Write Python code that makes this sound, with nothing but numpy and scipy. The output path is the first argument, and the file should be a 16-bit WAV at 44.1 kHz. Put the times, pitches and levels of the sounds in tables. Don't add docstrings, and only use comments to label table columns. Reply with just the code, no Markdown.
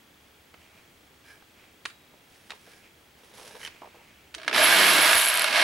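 import sys
import numpy as np
from scipy import signal
from scipy.fft import rfft, irfft, next_fast_len
from scipy.io import wavfile
from scipy.ndimage import map_coordinates

SR = 44100
rng = np.random.default_rng(int(sys.argv[2]) if len(sys.argv) > 2 else 0)


def generate_wav(sig):
    pcm = np.round(np.clip(np.atleast_2d(sig).T, -1, 1) * 32767).astype(np.int16)
    wavfile.write(sys.argv[1], SR, pcm)


N = 248283
T = np.arange(N) / SR
MAINS_HZ = 60


def amp(db):
    return 10 ** (np.asarray(db) / 20)


def unit(x):
    return x / np.sqrt(np.mean(x ** 2) + 1e-20)


def along(points, hz):
    freqs, values = np.transpose(points)
    return np.interp(np.log(hz + 1), np.log(freqs + 1), values)


def wobble(rate):
    coarse = T[::32]
    knots = rng.standard_normal(int(N * rate / SR) + 4)
    return np.interp(T, coarse, map_coordinates(knots, [coarse * rate]))


def stroke(start, length, attack_s, release_s):
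    rise = 1 - np.exp(-np.maximum(T - start, 0) / attack_s)
    return rise * np.exp(-np.maximum(T - start - length, 0) / release_s)


def swelled(lower, upper, events, attack_s, release_s):
    for start, length, lower_db, upper_db in events:
        swell = stroke(start, length, attack_s, release_s)
        lower = np.hypot(lower, amp(lower_db) * swell)
        upper = np.hypot(upper, amp(upper_db) * swell)
    return lower, upper


def coloured(x, colour, peaks=()):
    size = 2 * next_fast_len(x.shape[-1] // 2 + 4096)
    hz = np.fft.rfftfreq(size, 1 / SR)
    power = 1 + sum(amp(db + 4) ** 2 / (1 + (2 * (hz - mid) / width) ** 2) for mid, width, db in peaks)
    cepstrum = irfft(np.log(amp(along(colour, hz)) * np.sqrt(power)))
    cepstrum[1:size // 2] *= 2
    cepstrum[size // 2 + 1:] = 0
    return irfft(rfft(x, size) * np.exp(rfft(cepstrum)), size)[..., :x.shape[-1]]


def tilted(colour, tilt_db, pivot_hz):
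    return [(hz, db + tilt_db * np.log10(hz / pivot_hz)) for hz, db in colour]


def impacts(rate, spread_db):
    hits = (rng.random(N) < rate / SR) * rng.choice([-1, 1], N)
    return hits * amp(spread_db * rng.standard_normal(N))


def blow(colour, t60_s, peaks=()):
    t = T[:SR // 8]
    burst = coloured(rng.standard_normal(len(t)) * amp(-60 * t / t60_s), colour, peaks)
    return burst / np.abs(burst).max()


def add(track, start, sound):
    part = track[round(start * SR):][:len(sound)]
    part += sound[:len(part)]


# freq_hz, level_db
AIR_COLOUR = [(12, -39), (20, -6), (49, -12), (70, 4), (103, -2), (352, -2.5), (491, -5), (565, -6.5),
              (881, -7.5), (958, -10), (1500, -9), (2540, -9), (4950, -16.5), (14300, -22), (15500, -20.5)]

def workshop():
    middle, side = coloured(rng.standard_normal((2, N)), AIR_COLOUR)
    side = coloured(side, [(80, -18.5), (400, -8.5), (1200, -3.5), (4000, -4.5), (13000, -14)])
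    air = amp(-57.5) * unit(middle + np.array([side, -side]))
    gate = np.maximum(np.cos(np.pi * MAINS_HZ * (T - .41)), 0) ** 16
    ticking = amp(-58) * gate * np.sin(2 * np.pi * 3270 * T + 1.6 * wobble(150))
    wavering_tone = amp(-80) * np.sin(2 * np.pi * 11850 * T + wobble(60))
    steady_tone = amp(-73) * np.sin(2 * np.pi * 15735 * T)
    return air + ticking + wavering_tone + steady_tone


# freq_hz, level_db
TAP_COLOUR = [(100, -21), (400, -6), (800, -4), (1900, 3), (3700, -1.5), (5000, -9), (6500, -13),
              (10500, -21.5), (15000, -57)]
# pitch_hz, width_hz, level_db
TAP_MODES = [(785, 89, 0.5), (1170, 120, -3.5), (4300, 270, -5)]
# start_s, level_db, tilt_db_per_decade
TAP_HITS = [(0.5411, -36.5, -16), (1.423, -42.5, -18), (1.8537, -21, 2), (1.856, -19.5, 4),
            (1.9008, -33, -1), (2.497, -36, -3), (2.505, -23.5, 5), (2.518, -26.5, -5.5), (3.675, -27, 1),
            (4.342, -26, 8), (4.3475, -19, 16)]

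def taps():
    track = np.zeros(N)
    for start, db, tilt_db in TAP_HITS:
        clack = blow(tilted(TAP_COLOUR, tilt_db, 2000), t60_s=0.031, peaks=TAP_MODES)
        add(track, start, amp(db - 2) * clack)
    add(track, 1.855, amp(-52) * cup_ring())
    return track


# centre_s, length_s, level_db
GRIP_RUBS = [(.63, 0.11, -59.5), (0.787, 0.13, -60), (1.622, 0.15, -58.5), (2.854, 0.069, -57.5),
             (3.722, 0.16, -57.5), (4.017, 0.61, -60)]

def grip():
    level = sum(amp(db) * np.exp(-(2 * (T - centre) / length) ** 2) for centre, length, db in GRIP_RUBS)
    colour = [(500, -9.5), (1500, -10), (2400, 0), (3500, -13.5), (6000, -18), (14000, -32)]
    return level * unit(coloured(impacts(3000, spread_db=5), colour))


# freq_hz, level_db
HISS_COLOUR = [(1060, -4.5), (1800, 0), (4140, -2.5), (4530, -3.5), (5500, -2), (7380, -8.5), (10800, -4),
               (15000, -27)]
# freq_hz, level_db
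RUB_COLOUR = [(120, -56), (200, 8.5), (301, -19), (422, 9), (711, -1), (955, 2), (1180, -5), (1630, -6.5),
              (3000, -9), (3900, -4), (6600, -120)]
# pitch_hz, width_hz, level_db
RIM_MODES = [(1640, 100, 16), (2300, 110, 13), (5100, 360, 1.5)]
# start_s, length_s, hiss_db, rub_db, ringing_db
RIM_DRAGS = [(1.24, 0.12, -58.5, -58.5, -1.5), (2.28, 0.36, -66, -66, -15), (2.644, .135, -58, -56.5, -9.5),
             (3.168, 0.22, -64.5, -54, -25), (3.33, 0.17, -53.5, -55.5, -27), (3.495, 0.1, -57.5, -48, -14),
             (3.587, 0.075, -50.5, -49.5, -11)]

def scrapes():
    track, n = np.zeros(N), SR // 2
    for start, length, hiss_db, rub_db, ringing_db in RIM_DRAGS:
        modes = [(hz, width, db + ringing_db) for hz, width, db in RIM_MODES]
        hiss = amp(hiss_db + 1.5) * unit(coloured(impacts(2500, spread_db=3.5)[:n], HISS_COLOUR, modes))
        rub = amp(rub_db - 7) * unit(coloured(impacts(900, spread_db=6.5)[:n], RUB_COLOUR, modes))
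        hand_waver = amp(2.5 * wobble(46.5))
        pressure = stroke(0, length, attack_s=0.012, release_s=0.025) * hand_waver
        add(track, start, pressure[:n] * (hiss + rub))
    return track


# pitch_hz, level_db, t60_s
CUP_MODES = [(3860, -9.5, 1.2), (7500, -7, 0.36), (8510, -16, 0.27), (8880, 0, 0.18), (10142, -20, .25),
             (11062, -20, .25), (11220, -11, 0.3)]

def cup_ring():
    t = T[:SR // 2]
    return sum(amp(db + rng.normal(0, 1.6) - 60 * t / t60) * np.sin(2 * np.pi * hz * t)
               for hz, db, t60 in CUP_MODES)


# freq_hz, level_db
SLIP_COLOUR = [(80, -34), (250, -4.5), (420, 2.5), (700, 0.5), (980, 2), (1500, -12.5), (2500, -20),
               (5000, -27), (14000, -46)]
# start_s, length_s, level_db, tilt_db_per_decade
BODY_CREAKS = [(2.137, .008, -43, -17), (2.533, .008, -39, 7), (2.673, .008, -44, -16),
               (3.385, 0.13, -38.5, 2), (3.565, .008, -38.5, 3), (3.818, .058, -31.5, 0),
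               (3.945, 0.081, -42.5, -3)]

def creaks(gap_s=0.013, fade_db=7.5):
    track = np.zeros(N)
    for start, length, db, tilt_db in BODY_CREAKS:
        for age in np.arange(0, length, gap_s):
            late = gap_s * rng.uniform(-0.188, 0.201) * (age > 0)
            slip = blow(tilted(SLIP_COLOUR, tilt_db, 700), t60_s=0.04)
            add(track, start + age + late, amp(db - 2.5 - fade_db * age / length) * slip)
    return track


# pitch_hz, width_hz, level_db
CATCH_MODES = [(1940, 330, 10.5), (3000, 240, 13), (6000, 160, 3.8)]
# start_s, level_db
RIM_CATCHES = [(3.6148, -27.5), (3.6311, -26), (3.6495, -19.5), (3.655, -30), (3.662, -24), (3.6702, -26.5)]

def catches():
    track = np.zeros(N)
    for start, db in RIM_CATCHES:
        add(track, start, amp(db - 5) * blow(HISS_COLOUR, t60_s=0.018, peaks=CATCH_MODES))
    return track


# time_s, turns_per_s
SHAFT_SPEED = [(4.36, 11), (4.52, 107), (4.6, 122), (4.78, 193), (4.92, 180), (5.05, 149), (5.3, 112),
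               (5.5, 108), (5.63, 190)]

def shaft_speed():
    return np.interp(T, *np.transpose(SHAFT_SPEED), left=0)


# start_s, length_s, rattle_db, rasp_db
TRIGGER = [(4.524, 0.657, -20, -25), (5.52, .1, -21, -35.5)]
FIRST_SQUEEZE_S = TRIGGER[0][0]

def rattle_level(attack_s=0.021, release_s=0.028, loose_turns_per_s=105):
    free = amp(-23.5) * np.minimum(shaft_speed() / loose_turns_per_s, 1) ** 2.02
    running = stroke(FIRST_SQUEEZE_S, T[-1], attack_s, release_s)
    loaded = sum(amp(db) * stroke(start, length, attack_s, release_s) for start, length, db, _ in TRIGGER)
    return np.hypot(free * running, loaded)


# freq_hz, level_db
GEAR_COLOUR = [(150, -40), (500, -13), (620, -5), (790, -6), (1000, -3.5), (1500, -1.5), (1950, -1.5),
               (2600, -0.5), (4200, -6), (5500, -10.5), (7000, -21.5), (10000, -18), (15000, -46)]
# pitch_hz, width_hz, level_db
GEARBOX_MODES = [(625, 57, -3), (946, 47, -1.5), (1647, 140, 0), (2220, 104, -1.5), (2770, 52, -8),
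                 (3116, 22, 1.5), (3820, 46, -3.5), (4370, 120, -4.5)]
# freq_hz, level_db
BEARING_COLOUR = [(40, -26), (110, -25.5), (180, -8), (250, -8.5), (325, 2), (400, 0.5), (470, -1),
                  (700, -16), (2000, -67)]
# time_s, level_db
MOTOR_EFFORT = [(4.38, -56), (4.426, -64), (4.482, -47), (4.512, -51), (4.53, -42.5), (4.848, -36),
                (5.106, -42.5), (5.232, -55), (5.61, -44.5)]

def drill():
    speed = shaft_speed() * (1 + 0.0069 * wobble(40))
    angle = 2 * np.pi * np.cumsum(speed) / SR
    slow = np.clip(1 - speed / 210, 0, 1)
    growl = amp(np.interp(T, *np.transpose(MOTOR_EFFORT)) + 1) * (speed > 0)
    throb = amp(4 * slow * np.cos(2 * np.pi * MAINS_HZ * (T - 4.531)) + 0.43 * np.sin(angle))
    gears = coloured(impacts(45 * speed, spread_db=3) * throb, GEAR_COLOUR, GEARBOX_MODES)
    gears *= amp(-1.32) / np.std(gears[T > FIRST_SQUEEZE_S])
    pinion_whine = amp(-12 - 17 * slow + 1.6 * wobble(25)) * np.sin(9 * angle)
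    hum = amp(-4.5 - 27 * slow + 1.6 * wobble(30)) * np.sin(angle)
    hum += amp(-3 - 12 * slow + 1.5 * wobble(30)) * np.sin(2 * angle)
    bearings = unit(coloured(impacts(1500, spread_db=4.5), BEARING_COLOUR))
    rattle = np.hypot(rattle_level(), amp(7) * growl * slow)
    return rattle * (gears + pinion_whine) + growl * (bearings + hum)


# start_s, length_s, lower_mode_db, upper_mode_db
SAW_BITES = [(4.37, 0.066, -51, -60), (4.585, 0.055, -23.5, -25.5), (4.688, 0.05, -38, -23.5),
             (5.561, 0.039, -28, -24)]

def casting():
    def ring(pitch_hz, width_hz):
        phase = 2 * np.pi * pitch_hz * T
        return unit(wobble(width_hz) * np.sin(phase) + wobble(width_hz) * np.cos(phase))

    shaking = rattle_level()
    lower, upper = swelled(amp(-17.5) * shaking, amp(-13.5) * shaking, SAW_BITES,
                           attack_s=0.0053, release_s=0.018)
    return amp(-3) * lower * ring(650, width_hz=95) + amp(-4) * upper * ring(1619, width_hz=85)


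# start_s, level_db, tilt_db_per_decade
GEAR_SLAPS = [(4.479, -7, -3), (4.4816, -13.5, -1), (5.443, -8.5, 1)]

def kicks(count=6, soft_start_s=4.3815, hard_start_s=4.4955, hard_tilt_db=-8):
    track = np.zeros(N)
    ages = np.arange(count) / MAINS_HZ
    for age, (late, scatter) in zip(ages, rng.standard_normal((count, 2))):
        kick = blow(GEAR_COLOUR, t60_s=0.044, peaks=GEARBOX_MODES)
        add(track, soft_start_s + age + 0.0013 * late, amp(-32.5 + 1.5 * scatter) * kick)
    rising_db = np.linspace(-18.5, -5.5, count)
    hard_kicks = [(hard_start_s + age, db, hard_tilt_db) for age, db in zip(ages, rising_db)]
    for start, db, tilt_db in hard_kicks + GEAR_SLAPS:
        kick = blow(tilted(GEAR_COLOUR, tilt_db, 2000), t60_s=0.029, peaks=GEARBOX_MODES)
        add(track, start, amp(db - 2.5) * kick)
    return track


# freq_hz, level_db
RASP_COLOUR = [(3000, -20), (6000, -7), (8000, -4.5), (9500, -3.5), (11000, 1.5), (12500, -5),
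               (14000, -14.5), (16000, -25)]
# start_s, length_s, lower_partial_db, upper_partial_db
CUP_SQUEALS = [(4.624, 0.027, -27, -26), (4.668, 0.026, -39, -30), (4.88, 0.024, -27.5, -30),
               (5.01, 0.02, -45, -25), (5.1, 0.022, -45, -38), (5.158, 0.033, -27.5, -42),
               (5.225, .035, -35, -33), (5.272, 0.022, -27.5, -30)]

def skating_teeth():
    def sing(pitch_hz):
        return amp(2.2 * wobble(45)) * np.sin(2 * np.pi * pitch_hz * T + wobble(45))

    contact = sum(amp(db) * stroke(start, length, attack_s=0.079, release_s=0.18)
                  for start, length, _, db in TRIGGER)
    rasp = amp(-2.5) * contact * unit(coloured(impacts(6000, spread_db=4), RASP_COLOUR))
    lower, upper = swelled(amp(-17.5) * contact, amp(-15.5) * contact, CUP_SQUEALS,
                           attack_s=0.0056, release_s=0.0056)
    squeal = amp(4) * lower * sing(10142) + amp(2.5) * upper * sing(11222)
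    beating = upper * (amp(-9) * sing(11062) + amp(-8) * sing(11300))
    faint_modes = amp(-26) * contact * (sing(7562) + sing(8510) + sing(8893))
    return rasp + squeal + beating + faint_modes


# freq_hz, level_db
TOOTH_COLOUR = [(500, -27.5), (3000, 2.5), (6500, -16), (8300, -3), (9500, -5), (10900, 5), (12300, -7.5),
                (14000, -25), (16000, -37)]
# start_s, level_db
LONE_SNAGS = [(5.1254, -15), (5.1545, -11), (5.3409, -13.5), (5.355, -11), (5.3739, -9.5), (5.395, -8.5),
              (5.4198, -10.5), (5.442, -16)]

def snags(count=11, chatter_start_s=5.1995, first_gap_s=0.0068, gap_growth=1.085):
    gaps = first_gap_s * gap_growth ** np.arange(count)
    late, scatter = rng.standard_normal((count, 2)).T
    starts = chatter_start_s + np.cumsum(gaps) - gaps + 0.0008 * late
    chatter = list(zip(starts, -12 + 1.2 * scatter))
    clicks, strikes = np.zeros((2, N))
    for start, db in chatter + LONE_SNAGS:
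        add(clicks, start, amp(db + 1.5) * blow(TOOTH_COLOUR, t60_s=0.0063))
        strikes[round(start * SR)] = amp(db - 32)
    return clicks + signal.fftconvolve(strikes, cup_ring())[:N]


def bump(start_s=5.145, pitch_hz=80, decay_s=0.0059):
    age = np.maximum(T - start_s, 0)
    return amp(-36) * (age / decay_s) ** 2 * np.exp(-age / decay_s) * np.sin(2 * np.pi * pitch_hz * age)


# freq_hz, t60_s
ROOM_DECAY = [(150, 0.12), (1500, 0.23), (5000, 0.22), (12000, 0.17)]
# freq_hz, right_minus_left_db
RIGHT_BALANCE = [(100, 3), (380, 1.5), (700, 1.5), (1300, 3.5), (2400, 2), (4400, 5.5), (8000, 3.5)]

def placed(x, lean, metal_db, room_db):
    hz, t, spectrum = signal.stft(rng.standard_normal((2, SR // 3)), SR, nperseg=256)
    tail = signal.istft(spectrum * amp(-60 * t / along(ROOM_DECAY, hz)[:, None]), SR, nperseg=256)[1]
    age = T[:tail.shape[1]]
    tail *= age > .004
    size = next_fast_len(N + SR // 2)
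    room = rfft(tail / np.linalg.norm(tail[0]), size)
    metal = rfft(rng.standard_normal(len(age)) * np.exp(-age / 0.0033) * (age > .001), size)
    metal = metal / np.abs(metal) * [[1], [-1]]
    paths = 1 + amp(metal_db) * metal + amp(room_db) * room
    balance = amp(lean * along(RIGHT_BALANCE, np.fft.rfftfreq(size, 1 / SR)) * [[-.5], [.5]])
    return irfft(rfft(x, size) * paths * balance, size)[:, :N]


def scene():
    motor = placed(drill() + casting() + bump(), lean=0.99, metal_db=-11, room_db=-12.5)
    saw = placed(skating_teeth() + snags(), lean=0.092, metal_db=-30, room_db=-10)
    contacts = taps() + catches() + creaks() + kicks() + scrapes() + grip()
    handling = placed(contacts, lean=0.77, metal_db=-16, room_db=-10.5)
    return motor + saw + handling + workshop()


def record(dry, top_hz=15850):
    size = next_fast_len(N + SR // 4)
    passband = np.fft.rfftfreq(size, 1 / SR) < top_hz
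    return irfft(rfft(dry, size) * passband, size)[:, :N]


dry = scene()
out = record(dry)
generate_wav(out)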